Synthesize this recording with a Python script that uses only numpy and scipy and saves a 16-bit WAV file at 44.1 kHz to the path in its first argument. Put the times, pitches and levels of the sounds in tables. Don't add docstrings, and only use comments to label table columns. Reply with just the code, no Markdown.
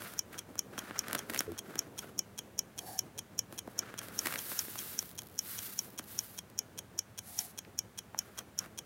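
import sys
import numpy as np
from scipy import signal
from scipy.fft import rfft, irfft
from scipy.io import wavfile

SR = 44100
rng = np.random.default_rng(int(sys.argv[2]) if len(sys.argv) > 2 else 0)


def pcm_store(signal):
    levels = np.round(np.clip(np.atleast_2d(signal), -1, 1) * 32767)
    wavfile.write(sys.argv[1], SR, levels.astype(np.int16).T)


N = 390285
TIME_S = np.arange(N) / SR
FREQ_HZ = np.fft.rfftfreq(4096, 1 / SR)
LOW_HZ, MID_HZ, HIGH_HZ, FULL_HZ = (150, 600), (1000, 2200), (8000, 15500), (20, 16000)

# (frequency [Hz], relative density [dB])
ROOM_SPECTRUM = [(20, -44), (45, -26.5), (62, -3), (80, -4), (110, 4.5), (140, -5.5), (200, 1),
                 (300, -15.5), (600, -14.5), (1500, -15), (2500, -21.5), (5000, -28), (10000, -28.5),
                 (16000, -30.5)]
CLOTH_SPECTRUM = [(200, -26.5), (500, -2.5), (900, -7), (1400, 2.5), (1800, -2), (2600, -10), (4500, -15.5),
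                  (9000, -22), (16000, -29)]
CREASE_SPECTRUM = [(1000, -20), (2500, 1), (4500, 0), (7500, -2), (11000, 4.5), (16000, 1.5)]
BODY_SPECTRUM = [(50, -30), (110, -5.5), (200, -1.5), (430, -3), (700, -10.5), (1400, -22), (4000, -33.5)]
SCOOP_SPECTRUM = [(300, -44), (700, -16), (1500, -2.5), (2400, -7.5), (4000, -5.5), (7500, -6.5),
                  (10500, -1.5), (14000, 2), (16000, -4)]
POUR_SPECTRUM = [(400, -38), (1100, -12), (1700, -3), (2600, -10), (4000, -4.5), (8000, -3), (10500, 2.5),
                 (16000, -2)]
# (frequency [Hz], width [Hz], relative tick [dB], relative tock [dB])
CASE_MODES = [(973, 190, -8, -10), (1600, 180, -7, -12), (2480, 226, -3.5, -6.5), (3249, 170, 1.5, 5),
              (4005, 590, -9.5, -11), (5580, 246, 18, 4), (6010, 280, 15, 4.5), (6653, 490, 10.5, -0.5),
              (6970, 180, 8, -20), (7520, 260, 2, -23), (8140, 530, -6, -8.5), (9290, 430, 0.5, -0.5),
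              (10110, 630, -4.5, -11), (10860, 240, -2.5, -25), (11690, 350, 2, -9.5),
              (14040, 440, -1.5, -11), (14700, 350, 1, -8), (16700, 2200, 4.5, -5.5)]
# (frequency [Hz], relative level [dB], t60 [s])
SPRING_MODES = [(2322, -3, 0.11), (3026, 1, 0.12), (3394, -4.5, 0.061), (5570, -26, 0.029), (5740, -21, .1),
                (5911, -9, 0.32), (6600, -22, 0.28), (6500, 4, 0.13), (6735, -6.5, .21), (7000, -23, .12),
                (7700, -12, 0.17), (10100, -17, 0.22)]
# (time [s], gain [dB])
WATCH_GAIN = [(0.6, 0), (2.2, 0.8), (3.3, 1.2), (4.6, -0.26), (8.85, -0.2)]
# (time [s], level [dB])
BODY_LEVEL = [(0, -56.5), (.6, -57), (1.1, -54), (2.4, -58.5), (3.4, -58), (4.5, -55.5), (5.1, -61),
              (6.1, -60), (7.0, -63), (8.85, -61.5)]
# (start [s], swell [s], ebb [s], cloth [dB], paper [dB])
HAND_MOVES = [(0.0, 0.0054, 0.17, -53, -49.5), (0.32, .03, .07, -58.5, -65), (0.54, 0.048, .05, -64, -66),
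              (0.737, 0.1, 0.13, -52, -60), (0.96, .17, 0.12, -49.5, -58),
              (1.291, 0.093, 0.067, -52.5, -50), (1.458, 0.073, 0.047, -55.5, -68),
              (1.648, 0.024, 0.19, -56.5, -64), (1.972, 0.036, 0.09, -57.5, -58),
              (3.512, 0.023, 0.049, -63, -61), (3.68, .02, .1, -69, -64), (3.768, 0.097, 0.15, -54, -71),
              (4.008, 0.023, .11, -54, -54), (4.16, .11, .14, -51.5, -53), (4.46, 0.092, 0.1, -58.5, -52),
              (4.78, .04, .22, -63, -66), (8.17, 0.037, 0.13, -63, -65), (8.365, 0.022, 0.023, -52, -55),
              (8.588, 0.053, 0.026, -53, -56)]
# (time [s], thud [dB], snap [dB], snap frequency [Hz], crack [dB])
IMPACTS = [(0.02, -64, -49, 1270, -49), (0.1371, -55, -57, 1270, -49), (0.343, -56, -48.5, 1550, -70),
           (0.5552, -49.5, -52.5, 1150, -53), (0.7794, -41, -40.5, 1300, -46),
           (0.9089, -41, -44, 1420, -59), (1.083, -49, -44, 1630, -41.5), (1.111, -53, -43.5, 1490, -48),
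           (1.1304, -44, -40, 1410, -32), (1.149, -39, -37, 1500, -37), (1.1519, -38.5, -40.5, 1350, -33.5),
           (1.1921, -46, -48, 1000, -55), (1.2981, -44, -41, 1820, -42), (1.3014, -44, -43, 1670, -40),
           (1.3464, -51, -41, 1650, -37), (1.361, -51, -39, 2110, -44), (1.3765, -62, -46, 2120, -38),
           (1.406, -38.5, -35.5, 1540, -32), (1.519, -43, -58, 1210, -51),
           (1.7558, -42.5, -46.5, 1580, -44.5), (2.042, -47.5, -61, 900, -61),
           (3.5253, -45, -54.5, 1350, -49), (3.6752, -39, -50, 816, -58), (3.9404, -44.5, -47.5, 1430, -55),
           (4.015, -68, -50, 1410, -55), (4.0848, -48, -55, 1780, -47), (4.2565, -46, -46, 1315, -43),
           (4.2703, -43, -47, 1680, -37.5), (4.3573, -49, -37.5, 1880, -41),
           (4.5173, -46, -44.5, 1230, -46), (4.6829, -48, -53.5, 1690, -57), (4.756, -52, -46.5, 1100, -47),
           (5.0263, -52, -56, 1140, -46.5), (5.1135, -66, -67, 1870, -52.5), (5.219, -67, -60, 1330, -47),
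           (5.9941, -44.5, -45, 1310, -44), (6.5, -65, -72, 1160, -57), (7.649, -65, -57, 2230, -71),
           (8.1456, -55.5, -42.5, 865, -62), (8.66, -52, -55, 1370, -58)]
# (start [s], length [s], level [dB])
CRUMPLE_RUNS = [(0.33, .02, -56), (1.33, .025, -49.5), (4.252, 0.033, -42), (4.315, .025, -43.5)]
# (start [s], swell [s], ebb [s], level [dB])
SPOON_STROKES = [(4.15, 0.4, 0.17, -43.5), (4.717, .08, 0.29, -46), (5.41, .13, .33, -44.5),
                 (6.07, 0.011, .29, -49)]
# (start [s], swell [s], ebb [s], level [dB])
SPOON_SPILLS = [(5.0, 0.17, 0.18, -57), (5.8, 0.084, 0.41, -59)]
# (frequency [Hz], width [Hz], relative level [dB])
CUP_MODES = [(748, 160, 1.5), (1660, 320, -12.5), (4600, 140, -10), (5300, 180, -15), (6190, 150, -40)]
# (start [s], swell [s], ebb [s], hiss [dB], cup [dB])
SPOONFULS = [(2.82, 0.045, 0.12, -52, -49.5), (7.279, .13, 0.065, -47, -58.5)]


def gain_of(db):
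    return 10 ** (np.asarray(db) / 20)


def unit_energy(x):
    return x / np.sqrt(np.sum(x ** 2) + 1e-20)


def add(mix, at_s, sound):
    part = mix[max(round(at_s * SR), 0):][:len(sound)]
    part += sound[:len(part)]


def level(curve):
    at_s, db = np.transpose(curve)
    return gain_of(np.interp(TIME_S, at_s, db))


def colour(points):
    hz, db = np.transpose(points)
    return gain_of(np.interp(np.log(FREQ_HZ + 1), np.log(hz), db))


def peaks(modes):
    gains = (gain_of(db) / (1 + (2 * (FREQ_HZ - hz) / width_hz) ** 2) for hz, width_hz, db in modes)
    return np.sqrt(sum(gain ** 2 for gain in gains))


def response(gain):
    log_gain = np.log(np.maximum(gain / gain.max(), 1e-5))
    mirrored = np.concatenate([log_gain, log_gain[-2:0:-1]])
    spectrum = np.exp(np.conj(signal.hilbert(mirrored)))
    return unit_energy(np.fft.ifft(spectrum).real[:len(FREQ_HZ)])


def shaped(white, gain, band_hz):
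    in_band = (FREQ_HZ > band_hz[0]) & (FREQ_HZ < band_hz[1])
    share = np.sum(gain[in_band] ** 2) / np.sum(gain ** 2)
    return signal.oaconvolve(white, response(gain))[:N] / np.sqrt(share)


def grains(per_s, spread_db, flutter_db, flutter_hz):
    size = gain_of(spread_db * np.minimum(rng.exponential(1, N), 4))
    clicks = size * rng.choice([-1., 1.], N) * (rng.random(N) < per_s / SR)
    clumps = np.interp(TIME_S * flutter_hz, np.arange(N), rng.standard_normal(N))
    return unit_energy(clicks * gain_of(flutter_db * np.clip(clumps, -2, 2))) * np.sqrt(N)


def chatter(decay_s):
    t = TIME_S[:1024]
    fade = np.exp(-t / decay_s)
    burst = rng.standard_normal(len(t)) * fade
    for _ in range(3):
        spectrum = rfft(burst)
        whitened = irfft(spectrum / (abs(spectrum) + 1e-9))
        burst = whitened * np.minimum(1, 4 * fade)
    return unit_energy(burst)


def stroke(start_s, swell_s, ebb_s, db, edge_db, fade_s, bend=1):
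    top_s = start_s + swell_s
    end_s = top_s + ebb_s
    from_top = np.interp(TIME_S, [start_s, top_s, end_s], [1, 0, 1]) ** bend
    outside_s = np.maximum(np.maximum(start_s - TIME_S, TIME_S - end_s), 0)
    return gain_of(db + edge_db * from_top) * np.exp(-np.minimum(outside_s / fade_s, 20))


def room_noise():
    return gain_of(-58.5) * shaped(rng.standard_normal(N), colour(ROOM_SPECTRUM), FULL_HZ)


def reflections(x, wet_db, t60_s):
    t = TIME_S[:SR // 3]
    tail = rng.standard_normal(len(t)) * gain_of(-60 * t / t60_s) * (t > .004)
    tail = signal.lfilter(*signal.butter(1, 7000, fs=SR), unit_energy(tail))
    return gain_of(wet_db) * signal.oaconvolve(x, tail)[:N]


def beat(mix, at_s, db, case, springs, unlock_db, push_db, unlock_lead_s, push_lead_s, drop_decay_s):
    ring = springs.copy()
    add(ring, 0, case)
    contacts = [(unlock_lead_s, unlock_db, .0022), (push_lead_s, push_db, .002), (0, 0, drop_decay_s)]
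    for lead_s, contact_db, decay_s in contacts:
        click = unit_energy(signal.fftconvolve(chatter(decay_s), ring))
        add(mix, at_s - lead_s, gain_of(db + contact_db) * click)


def watch(first_tick_s=.1913, first_tock_s=.3901, period_s=.39991):
    t, mix = TIME_S[:SR // 4], np.zeros(N)
    springs = unit_energy(sum(gain_of(db - 60 * t / t60_s) * np.sin(2 * np.pi * (hz * t + rng.random()))
                              for hz, db, t60_s in SPRING_MODES))
    tick_peaks = peaks([(hz, width_hz, db) for hz, width_hz, db, _ in CASE_MODES])
    tock_peaks = peaks([(hz, width_hz, db) for hz, width_hz, _, db in CASE_MODES])
    tick = response(tick_peaks + gain_of(-30.5) * (FREQ_HZ > 300))
    tock = response(tock_peaks + gain_of(-19) * (FREQ_HZ > 300))
    for at_s in np.arange(first_tick_s, N / SR, period_s):
        beat(mix, at_s, db=-2, case=tick, springs=gain_of(-22) * springs, unlock_db=-22, push_db=-19.5,
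             unlock_lead_s=.012, push_lead_s=.007, drop_decay_s=.00139)
    for at_s in np.arange(first_tock_s, N / SR, period_s):
        beat(mix, at_s, db=-11.5, case=tock, springs=gain_of(-18.5) * springs, unlock_db=-11, push_db=-7,
             unlock_lead_s=.0118, push_lead_s=.0055, drop_decay_s=.00225)
    return mix * level(WATCH_GAIN)


def handling():
    slide = grains(per_s=4000, spread_db=1, flutter_db=3, flutter_hz=91.2)
    crease = grains(per_s=5500, spread_db=1, flutter_db=3, flutter_hz=122.4)
    rumble = grains(per_s=3000, spread_db=2, flutter_db=3, flutter_hz=29.94)
    cloth_gain = sum(stroke(*timing, db, edge_db=-5.5, fade_s=.013) for *timing, db, _ in HAND_MOVES)
    paper_gain = sum(stroke(*timing, db, edge_db=-11.5, fade_s=.021) for *timing, _, db in HAND_MOVES)
    body_gain = np.hypot(level(BODY_LEVEL), gain_of(-6) * cloth_gain)
    return (cloth_gain * shaped(slide, colour(CLOTH_SPECTRUM), MID_HZ)
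            + paper_gain * shaped(crease, colour(CREASE_SPECTRUM), HIGH_HZ)
            + body_gain * shaped(rumble, colour(BODY_SPECTRUM), LOW_HZ))


def judder(at_s=1.478, length_s=.066, slips_per_s=88, start_hz=427, sag_hz_per_s=2850, fade_db_per_s=133):
    t, mix = TIME_S[:SR // 20], np.zeros(N)
    envelope = np.exp(-t / .0054) * (1 - np.exp(-t / .0018))
    for age_s in np.arange(0, length_s, 1 / slips_per_s):
        hz = start_hz - sag_hz_per_s * age_s
        ring = np.sin(2 * np.pi * hz * t) + .3 * np.sin(2 * np.pi * 110 * t)
        add(mix, at_s + age_s, gain_of(-27 - fade_db_per_s * age_s) * envelope * ring)
    return mix


def crumpling():
    bag = colour([(150, -22), (700, -7), (1400, -5), (1900, -1.5), (3000, -9.5), (5000, -14),
                  (16000, -13)])
    snaps = grains(per_s=830, spread_db=3.5, flutter_db=4.5, flutter_hz=150)
    envelope = sum(stroke(start_s, length_s / 2, length_s / 2, db, edge_db=-1, fade_s=.0038)
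                   for start_s, length_s, db in CRUMPLE_RUNS)
    return envelope * shaped(snaps, bag, MID_HZ)


def knocks():
    mix = np.zeros(N)
    thud = response(colour([(50, -24), (120, -23), (210, 1.5), (420, -4.5), (700, -7.5), (2000, -51)]))
    crack = response(colour([(1200, -44), (3200, 0), (6000, -3), (11000, 1.5), (16000, -1)]))
    low_cut = FREQ_HZ / (FREQ_HZ + 500)
    for at_s, thud_db, snap_db, snap_hz, crack_db in IMPACTS:
        snap = response(peaks([(snap_hz, .72 * snap_hz, 0), (2 * snap_hz, snap_hz, -11)]) * low_cut)
        add(mix, at_s, gain_of(thud_db + 24.5) * signal.fftconvolve(chatter(decay_s=.0042), thud))
        add(mix, at_s, gain_of(snap_db + 26) * signal.fftconvolve(chatter(decay_s=.00173), snap))
        add(mix, at_s, gain_of(crack_db + 24) * signal.fftconvolve(chatter(decay_s=.0015), crack))
    return mix


def scooping():
    grind = grains(per_s=14000, spread_db=3, flutter_db=2.5, flutter_hz=59.13)
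    drops = grains(per_s=350, spread_db=4, flutter_db=5, flutter_hz=72)
    push = sum(stroke(*row, edge_db=-9, fade_s=.023, bend=1.12) for row in SPOON_STROKES)
    spill = sum(stroke(*row, edge_db=-3.5, fade_s=.02) for row in SPOON_SPILLS)
    bright = colour([(1000, -14), (4000, -5.5), (8000, -8.5), (12000, 0), (16000, 0)])
    return push * shaped(grind, colour(SCOOP_SPECTRUM), HIGH_HZ) + spill * shaped(drops, bright, HIGH_HZ)


def pouring():
    patter = grains(per_s=9000, spread_db=.5, flutter_db=3, flutter_hz=50.86)
    hiss = shaped(patter, colour(POUR_SPECTRUM), HIGH_HZ)
    ring = shaped(patter, peaks(CUP_MODES), FULL_HZ)
    mix = np.zeros(N)
    for *timing, hiss_db, cup_db in SPOONFULS:
        flow = stroke(*timing, db=0, edge_db=-5.5, fade_s=.033, bend=1.6)
        mix += flow * (gain_of(hiss_db) * hiss + gain_of(cup_db) * ring)
    return mix


def scene():
    hits = knocks() + crumpling() + judder()
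    ticks = watch()
    echo = reflections(hits, wet_db=-13.5, t60_s=.13) + reflections(ticks, wet_db=-18.5, t60_s=.067)
    mono = ticks + hits + echo + pouring() + scooping() + handling() + room_noise()
    return np.array([mono, mono])


def record(dry):
    lowpass = signal.firwin(511, 15950, window=("kaiser", 9), fs=SR)
    return signal.oaconvolve(dry, lowpass[None], "same", axes=1)


dry = scene()
out = record(dry)
pcm_store(out)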